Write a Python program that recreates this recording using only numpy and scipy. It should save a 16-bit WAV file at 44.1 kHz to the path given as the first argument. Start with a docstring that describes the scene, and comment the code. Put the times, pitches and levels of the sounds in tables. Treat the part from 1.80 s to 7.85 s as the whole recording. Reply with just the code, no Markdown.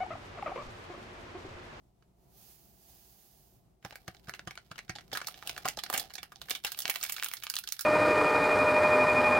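"""A low, quiet room tone comes first, with one faint crease tick; then a soft bright hiss as fine powder slides
out of a foil packet into a cup. Fingers then tap the packet and crumple it: dull thumps, sharp snaps, fine rustle.
Room and powder are coloured noise, the powder with a hollow cup resonance; taps ring the packet's air and the cup.
Snaps are noise bursts with a crack, ringing foil and cup; rustle is clumps of random clicks. Echoes follow both."""
import sys
import numpy as np
from scipy import signal
from scipy.fft import rfft, irfft
from scipy.io import wavfile

SR = 44100
rng = np.random.default_rng(int(sys.argv[2]) if len(sys.argv) > 2 else 0)


def master_out(mix):
    """Clip the mix to full scale and print it as 16-bit PCM to the path in sys.argv[1]."""
    frames = np.transpose(np.atleast_2d(mix))
    ceiling = np.clip(frames, -1, 1)
    pcm = np.round(ceiling * 32767).astype(np.int16)
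    wavfile.write(sys.argv[1], SR, pcm)


N = 266837   # length in samples

# low room tone, sinking towards the end: t/s, level/dB
ROOM_LEVEL = [(0, -66.5), (2, -65.5), (4, -61.5), (5, -67.5), (6.05, -70.5)]
# colour of the room tone: f/Hz, relative level/dB per Hz
ROOM_SPECTRUM = [(15, -45), (25, -17.5), (64, -3.5), (91, -19.5), (113, -7), (204, -11.5), (275, -21.5),
                 (390, -13.5), (434, -23.5), (510, -23), (553, -25.5), (705, -17), (764, -22.5),
                 (1580, -38.5), (15600, -44)]
# how alike left and right are in steady noise: f/Hz, likeness/ratio
STEREO_LIKENESS = [(60, 0.93), (300, 0.58), (1000, 0.067), (3000, 0.12), (12000, 0.031)]
# powder stream that starts, surges, falters, runs and thins out: t/s, hiss level/dB
POUR_LEVEL = [(0.36, -88), (0.41, -75), (0.48, -73.5), (0.58, -57.5), (0.68, -55), (0.8, -60), (0.966, -64),
              (1.1, -57), (1.62, -63), (1.756, -67), (1.85, -83), (1.92, -94)]
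# colour of the powder hiss: f/Hz, relative level/dB per Hz
POWDER_SPECTRUM = [(880, -13.5), (1500, -16), (1610, -14), (2130, -15.5), (2920, -12), (3960, -11.5),
                   (5010, -7), (5470, -10.5), (6270, -7.5), (7120, -9.5), (7780, -12.5), (10000, -9),
                   (12500, -4), (15100, -4), (15600, -3.5)]
# fingers tapping the packet: t/s, thump level/dB, cup ring level/dB
FINGER_TAPS = [(2.044, -39, -39), (2.118, -53, -43), (2.276, -38.5, -36.5), (2.477, -41, -45),
               (2.668, -37, -37.5), (2.908, -43, -41), (3.091, -34.5, -38), (3.152, -50, -38.5),
               (3.322, -44, -31.5), (3.763, -56.5, -44), (3.847, -40, -28.5), (3.968, -55, -32.5),
               (4.095, -61, -36), (4.135, -46.5, -33), (4.704, -56, -43), (4.84, -53, -36),
               (5.046, -53, -38), (5.085, -53, -34.5)]
# resonances of the air in the packet: f/Hz, relative level/dB, t60/s
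PACKET_AIR_MODES = [(121, -12.5, 0.19), (174, 3.5, 0.054), (325, 2.5, 0.076)]
# the squeezed packet holds less air and sounds higher: t/s, pitch/ratio
PACKET_PITCH_RISE = [(3.1, 1.03), (3.8, 1.22), (5.1, 1.45)]
# foil working between the snaps: t/s, rustle level/dB
RUSTLE_LEVEL = [(2.0, -95), (2.08, -67), (2.22, -75.5), (2.38, -70), (2.7, -76.5), (3.21, -75), (3.4, -62),
                (3.54, -61), (3.7, -57.5), (4.05, -66.5), (4.16, -47.5), (4.47, -80.5), (4.65, -65),
                (4.76, -51), (4.82, -68), (4.88, -59), (5.25, -52), (5.6, -59), (5.78, -68), (6.05, -54.5)]
# treble of the rustle over its body: t/s, level/dB
RUSTLE_TREBLE = [(2.0, -0.5), (3.2, -4), (3.4, -2.5), (4.2, -7.5), (4.7, 1), (5.0, 3), (5.6, 4), (6.05, -3)]
# packet hangs in the mouth of the cup, then is lifted away: t/s, level of cup excitation/dB
OVER_CUP = [(2.0, -13.5), (3.0, -22), (3.6, -17), (4.2, -17), (4.6, -17.5), (5.3, -27), (6.05, -35.5)]
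# creases that snap: t/s, body peak level/dB, pitch f/Hz, treble peak level/dB, burst decay/ms
CREASE_SNAPS = [(0.2242, -54.5, 1200, -78, 6.2), (2.026, -53, 1680, -66, 6),
                (2.0486, -25, 1160, -34.5, 1.7), (2.1076, -33, 1960, -66, 0.72),
                (2.1238, -39, 1570, -67, 8), (2.156, -31, 1630, -32, 2.5), (2.2795, -27.5, 1480, -34, 2.3),
                (2.3468, -39.5, 1700, -71, 2.4), (2.367, -45, 3380, -67, 2.6), (2.472, -46, 1610, -65, 6),
                (2.484, -36, 1090, -45, 4.7), (2.4945, -25, 1490, -29.5, 1.7),
                (2.5371, -27, 1630, -53, 4.1), (2.5482, -37.5, 2070, -43, 7.3),
                (2.593, -25.5, 1600, -68, 0.43), (2.6735, -29, 1210, -45, 5),
                (2.7087, -28.5, 1750, -43, 2.8), (2.754, -40.5, 1870, -44, 3),
                (2.7753, -27.5, 1650, -62, 2.1), (2.9133, -30, 1260, -48, 5.2),
                (2.9568, -38, 1170, -74, 4.6), (2.9799, -30.5, 1840, -43, 7.5),
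                (2.9897, -24, 1720, -66, 1.3), (3.08, -47, 1510, -60, 2.3), (3.0949, -21.5, 1710, -39, 4.1),
                (3.153, -33, 3460, -48, 11), (3.161, -29, 3520, -56, 1.2), (3.1849, -29.5, 1460, -65, 2.6),
                (3.2085, -40.5, 1690, -52, 3.2), (3.3161, -34.5, 1670, -58, 5.2),
                (3.3299, -23.5, 3700, -29, 8.1), (3.3506, -25, 1300, -32, 12),
                (3.3721, -20, 1270, -23, 3.3), (3.403, -33, 1220, -53, 2.5), (3.415, -23, 1270, -51, 3.7),
                (3.4452, -32.5, 1980, -62, 1.2), (3.4703, -22.5, 4400, -24, 3.8),
                (3.4835, -28, 1200, -25.5, 2.9), (3.542, -32.5, 2900, -58, 1.4),
                (3.6249, -29, 1140, -53, 1.5), (3.6734, -23, 2900, -20.5, 2.5),
                (3.694, -17.5, 2500, -24, 2.5), (3.7642, -30, 1620, -46, 0.77),
                (3.778, -25, 1230, -26.5, 2.3), (3.8468, -32, 1830, -49, 3.5),
                (3.854, -20.5, 1070, -28, 9.6), (3.8776, -21, 2060, -28, 16), (3.8856, -13, 5400, -16, 1.2),
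                (3.9715, -24, 4570, -30, 1.9), (3.9882, -25, 2800, -33, 5.7),
                (4.0362, -21, 3580, -22.5, 3.2), (4.0626, -29.5, 1620, -60, 2.4),
                (4.0996, -20.5, 920, -16.5, 2.4), (4.127, -25, 1000, -23, 7.7),
                (4.1375, -22.5, 1500, -16.5, 13), (4.143, -21, 1710, -36, 7),
                (4.162, -22.5, 2000, -31, 2.6), (4.1757, -18, 6200, -16, 4.2),
                (4.1968, -22.5, 3700, -20.5, 4.3), (4.3033, -39, 1470, -61, 6),
                (4.337, -34, 4480, -31.5, 5), (4.353, -29, 4700, -30, 4.6), (4.3811, -28.5, 2030, -45, 4.4),
                (4.4299, -28, 1620, -30, 3.2), (4.5196, -37.5, 1230, -44, 4),
                (4.558, -33.5, 3580, -53, 1.6), (4.6158, -27.5, 2800, -35, 4.3),
                (4.6848, -34.5, 1610, -46, 4.1), (4.6966, -29, 2590, -23, 7.3),
                (4.7066, -17.5, 4950, -12.5, 2), (4.7115, -15, 2860, -37, 3), (4.75, -24.5, 2710, -31, 9),
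                (4.838, -33, 3400, -28, 2.1), (4.8471, -18, 2160, -19.5, 4.4),
                (4.8655, -28, 3340, -27.5, 18.5), (4.9185, -26, 3180, -24, 6.3),
                (4.9459, -29.5, 2740, -50, 1.9), (4.9891, -25.5, 3100, -15, 2.1),
                (5.003, -26.5, 3100, -16, 2), (5.02, -23.5, 5600, -27, 4.1), (5.0542, -13, 2330, -28, 1.8),
                (5.0785, -20.5, 2550, -21, 1.8), (5.0971, -18.5, 2250, -11, 5.4),
                (5.111, -26, 2050, -41, 2.7), (5.1552, -29, 2180, -31, 4.3), (5.158, -17.5, 2130, -23, 3.7),
                (5.211, -31, 3100, -36, 4.1), (5.228, -16, 6200, -31, 1.5),
                (5.2362, -20.5, 4840, -16.5, 3.3), (5.2497, -25.5, 1930, -36, 3.2),
                (5.2625, -28.5, 3220, -26.5, 3), (5.295, -22, 2420, -16.5, 4.2),
                (5.3218, -23.5, 5400, -20, 3.1), (5.3642, -27.5, 2900, -31, 4.3),
                (5.3817, -26, 1780, -37, 1.6), (5.397, -22.5, 2540, -44, 0.53),
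                (5.425, -16.5, 1690, -22, 0.61), (5.4346, -21, 2370, -14, 1),
                (5.4441, -25.5, 2450, -15.5, 3.5), (5.461, -22.5, 2550, -32, 1.4),
                (5.485, -31.5, 3000, -23, 4.5), (5.514, -25.5, 1920, -47, 1.4),
                (5.5361, -24, 1780, -16.5, 1.8), (5.5685, -30.5, 4170, -39, 3.4),
                (5.624, -31, 2270, -48, 1.5), (5.6354, -30, 2020, -23, 4.3), (5.667, -21, 2580, -33, 0.71),
                (5.699, -19, 4200, -16, 2.5), (5.739, -24.5, 2380, -24, 2.5),
                (5.7543, -23.5, 5230, -20, 2.3), (5.7656, -16, 3300, -18, 0.82),
                (5.787, -25, 2760, -15, 1.8), (5.837, -31, 4220, -32, 3.7), (5.874, -25, 3170, -29, 2.9),
                (5.888, -22.5, 4870, -25, 1.4), (5.9221, -19.5, 5000, -16, 2.5),
                (5.9924, -24.5, 3900, -21, 2.5), (6.0086, -27.5, 4570, -21, 7.6)]
# ringing modes of the foil sheet: f/Hz, relative level/dB, t60/s
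FOIL_MODES = [(1240, -20, .008), (1620, -20, .01), (1900, -20, .008), (2250, -21, .008), (2660, -21, .008),
              (3100, -22, .008), (3950, -22, .008), (4900, -24, .006), (6200, -24, .006)]
# how the microphones shade the packet: f/Hz, left-minus-right level/dB
MIC_SHADOW = [(300, 4), (950, -5), (2400, -3), (5000, -10), (9000, -3.5), (14000, -9)]

CUP_HZ, CUP_T60_S = 779, 0.038
CUP_DB_PER_OCTAVE = -2.5      # small, high creases stir the cup less
RUSTLE_CUP_DB = 14.5          # added to OVER_CUP for the rustle
POWDER_PAN_DB = -6            # left over right, so the hiss leans right
SNAP_PAN_DB, SNAP_PAN_SPREAD_DB = 2, 1.5
LEAD_IN_S = .008              # faint noise swells just before each snap
CRACK, TREBLE_CRACK = 16.1, 6.6   # click heights for a 1 ms burst; the second is extra, in the treble only
TAIL_T60_S, TAIL_DB = 0.14, -12.5
LEFT_LEAD_S = 4e-5
CUTOFF_HZ = 15950


def amp(db):
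    """dB to gain."""
    return 10 ** (np.asarray(db) / 20)


def rms_one(x):
    """Scale to rms 1."""
    return x / np.sqrt(np.mean(x ** 2) + 1e-20)


def peak_one(x):
    """Scale to peak 1."""
    return x / (np.abs(x).max() + 1e-20)


def at_time(points, s):
    """Read a two-column curve at one moment."""
    return np.interp(s, *np.transpose(points))


def in_time(points):
    """Read a two-column curve at every sample."""
    return at_time(points, np.arange(N) / SR)


def at_hz(points, hz):
    """Read a spectrum on a log frequency axis."""
    f, values = np.transpose(points)
    return np.interp(np.log(hz), np.log(f), values)


def fft_hz():
    """Frequencies of the full-length spectrum, kept above zero for the log axis."""
    return np.maximum(np.fft.rfftfreq(N, 1 / SR), 1)


def band(x, low_hz, high_hz):
    """Butterworth band-pass."""
    return signal.sosfilt(signal.butter(2, [low_hz, high_hz], "band", fs=SR, output="sos"), x)


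def drift(rate_hz):
    """Slow random wander of rms 1: low-passed noise made at 1/40 of the sample rate."""
    r = np.exp(-80 * np.pi * rate_hz / SR)
    noise = rng.standard_normal(N // 40 + 2002)
    slow = signal.lfilter([1], [1, -2 * r, r * r], noise)[2000:]   # skip the filter's start
    return np.interp(np.arange(N) / 40, np.arange(len(slow)), rms_one(slow))


def ring(x, hz, t60):
    """Two-pole resonator: a unit click starts a decaying sine of about unit height."""
    r, w = amp(-60 / (t60 * SR)), 2 * np.pi * hz / SR
    return signal.lfilter([0, np.sin(w)], [1, -2 * r * np.cos(w), r * r], x + 1e-18)


def panned(pan_db):
    """Left and right gains."""
    return amp([[pan_db / 2], [-pan_db / 2]])


def add(out, sound, s):
    """Mix a short sound in at time s."""
    i = round(s * SR)
    out[:, i:i + sound.shape[1]] += sound[:, :N - i]


def coloured_noise(spectrum):
    """Steady stereo noise of rms 1 with the given spectrum and a left-right likeness set by frequency."""
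    hz = fft_hz()
    mid, side = rfft(rng.standard_normal((2, N)))
    alike = np.clip(at_hz(STEREO_LIKENESS, hz), -1, 1)
    pair = np.sqrt(1 + alike) * mid + np.sqrt(1 - alike) * side * [[1], [-1]]
    return rms_one(irfft(pair * amp(at_hz(spectrum, hz)), N))


def room_tone():
    """Low coloured noise whose level wanders a little and sinks towards the end."""
    return amp(in_time(ROOM_LEVEL) + 1.5 * drift(4.6)) * coloured_noise(ROOM_SPECTRUM)


def tail(x):
    """Quick diffuse echoes from cup, tray and table; the treble dies slightly sooner."""
    t = np.arange(SR // 4) / SR
    noise = rng.standard_normal((2, len(t))) * np.minimum(t / 0.00019, 1)
    dull = band(noise, 230, 7200) * amp(-60 * t / TAIL_T60_S)
    bright = band(noise, 7000, 11700) * amp(-60 * t / (0.97 * TAIL_T60_S))
    echoes = amp(TAIL_DB) * rms_one(dull + bright) / np.sqrt(len(t))
    return signal.fftconvolve(x, echoes, axes=1)[:, :N]


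def shaded(x):
    """Each microphone hears the packet with its own colour and a hair apart in time."""
    hz = fft_hz()
    half = np.array([[.5], [-.5]])
    colour = amp(at_hz(MIC_SHADOW, hz) * half)
    lead = np.exp(2j * np.pi * hz * LEFT_LEAD_S * half)
    return irfft(rfft(x) * colour * lead, N)


def powder():
    """Countless grains sliding over foil merge into a smooth hiss that swells with the flow and stirs the cup."""
    fade_in, fade_out = (POUR_LEVEL[0][0] - .1, -110), (POUR_LEVEL[-1][0] + .05, -110)
    hiss_db = in_time([fade_in] + list(POUR_LEVEL) + [fade_out])
    hollow = rms_one(band(ring(rng.standard_normal(N), CUP_HZ, CUP_T60_S), 550, 860))
    stream = coloured_noise(POWDER_SPECTRUM) * panned(POWDER_PAN_DB) + amp(-20.5) * hollow
    return amp(hiss_db + 0.56 * drift(28)) * stream


def cup(x, hz):
    """The air in the cup answers with a short hollow note on a broad hump; peak 1."""
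    return peak_one(band(ring(x, hz, CUP_T60_S), 200, 2800) + 20.0 * band(x, 266, 1530))


def taps():
    """A soft fingertip pushes the air in the packet, and the jolt sounds the cup below."""
    t, out = np.arange(8192) / SR, np.zeros((2, N))
    both = np.ones((2, 1))
    push = t * np.exp(-t / 0.0011)
    for s, thump_db, cup_db in FINGER_TAPS:
        strengths = amp(rng.normal(0, 0.8, len(PACKET_AIR_MODES)))
        rise = at_time(PACKET_PITCH_RISE, s)
        air = sum(strength * amp(db) * ring(push, hz * rise, t60)
                  for strength, (hz, db, t60) in zip(strengths, PACKET_AIR_MODES))
        thump = peak_one(band(band(air, 65, 1140), 72, 850))
        add(out, amp(thump_db) * thump * both, s + 0.0024)
        jolt = rng.standard_normal(len(t)) * np.exp(-t / 0.0054)
        cup_note = cup(jolt, CUP_HZ * np.exp(rng.normal(0, 0.052)))
        add(out, amp(cup_db) * cup_note * both, s + 0.0056)
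    return out


def rustle():
    """Tiny foil crackles come in clumps, most faint and a few sharp, and stir the cup."""
    cracks_per_s = 2500 * amp(7.0 * drift(60) + 4.0 * drift(12))
    born = rng.random(N) < cracks_per_s / SR
    heights = amp(4.3 * np.minimum(rng.exponential(1, N), 4))
    cracks = born * heights * rng.standard_normal((3, N))
    ears = 0.55 * cracks[0] + cracks[1:]   # one shared channel and one for each side
    body = rms_one(band(band(ears, 1170, 4960), 1180, 11600))
    treble = amp(in_time(RUSTLE_TREBLE)) * rms_one(band(cracks[1:], 11400, 19845))
    hollow = amp(RUSTLE_CUP_DB + in_time(OVER_CUP)) * rms_one(cup(cracks[0], CUP_HZ))
    started = np.arange(N) > RUSTLE_LEVEL[0][0] * SR
    return amp(in_time(RUSTLE_LEVEL)) * started * (body + treble + hollow)


def snaps():
    """A crease lets go with one crack in a gritty burst of noise, heard through foil and cup."""
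    t, out = np.arange(4096) / SR - LEAD_IN_S, np.zeros((2, N))
    after = np.maximum(t, 0)
    snap_i = round(LEAD_IN_S * SR)
    for s, peak_db, pitch_hz, treble_db, burst_ms in CREASE_SNAPS:
        cup_db = peak_db + at_time(OVER_CUP, s) + CUP_DB_PER_OCTAVE * np.log2(pitch_hz / 2000)
        pan_db = rng.normal(SNAP_PAN_DB, SNAP_PAN_SPREAD_DB)

        lead_in = amp(-18.5) * np.exp(np.minimum(t, 0) / 0.0053) * (t < 0)
        burst = np.exp(-1000 * after / burst_ms) * np.minimum(after / 0.00081, 1)
        # a short, uneven noisy tail after each snap
        lumps = np.repeat(rng.standard_normal(64), 64)
        own_tail = amp(-9.5 + 3.6 * lumps) * np.exp(-after / 0.014) * (t >= 0)
        grit = rng.standard_normal((3, len(t))) * amp(5.0 * rng.standard_normal(len(t)))
        spray = grit * (lead_in + burst + own_tail)
        # shorter bursts crack harder
        spray[:, snap_i + rng.integers(20, 50)] += CRACK / np.sqrt(burst_ms)
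        fine = spray[1:].copy()
        fine[:, snap_i + 24] += TREBLE_CRACK / np.sqrt(burst_ms)
        ears = 0.65 * spray[0] + spray[1:]   # the two microphones face different facets of the foil

        # the sheet's modes shift as it bends; those near the pitch of the crease are favoured
        bends = np.exp(.06 * rng.standard_normal(len(FOIL_MODES)))
        luck_db = 3.0 * rng.standard_normal(len(FOIL_MODES))
        modes = 0
        for bend, extra_db, (hz, db, t60) in zip(bends, luck_db, FOIL_MODES):
            mode_db = db + extra_db - 2.0 * abs(np.log2(hz / pitch_hz))
            modes = modes + amp(mode_db) * ring(ears, hz * bend, t60)

        crack = 2.64 * band(ears, pitch_hz / 1.3, pitch_hz * 1.3) + 1.14 * band(ears, .6 * pitch_hz, 4800)
        body = band(modes + crack, .45 * pitch_hz, 13900)   # a small crease radiates little bass
        fading = (fine + 0.067 * spray[0]) * np.exp(-after / 0.067)
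        treble = band(band(fading, 3330, 17900), 9300, 19845)
        hollow = cup(spray[0] + 0.12 * spray[1:], CUP_HZ * bends[0])
        sound = amp(peak_db) * peak_one(body) + amp(cup_db) * hollow + amp(treble_db) * peak_one(treble)
        add(out, sound * panned(pan_db), s - LEAD_IN_S)
    return out


def scene():
    """Room tone, powder and taps around the crumpling packet and its echoes."""
    packet = snaps() + rustle()
    return room_tone() + powder() + taps() + shaded(packet + tail(packet))


def record(dry):
    """A steep elliptic low-pass cuts the top."""
    return signal.sosfilt(signal.ellip(12, .5, 70, CUTOFF_HZ, fs=SR, output="sos"), dry)


dry = scene()
out = record(dry)
master_out(out)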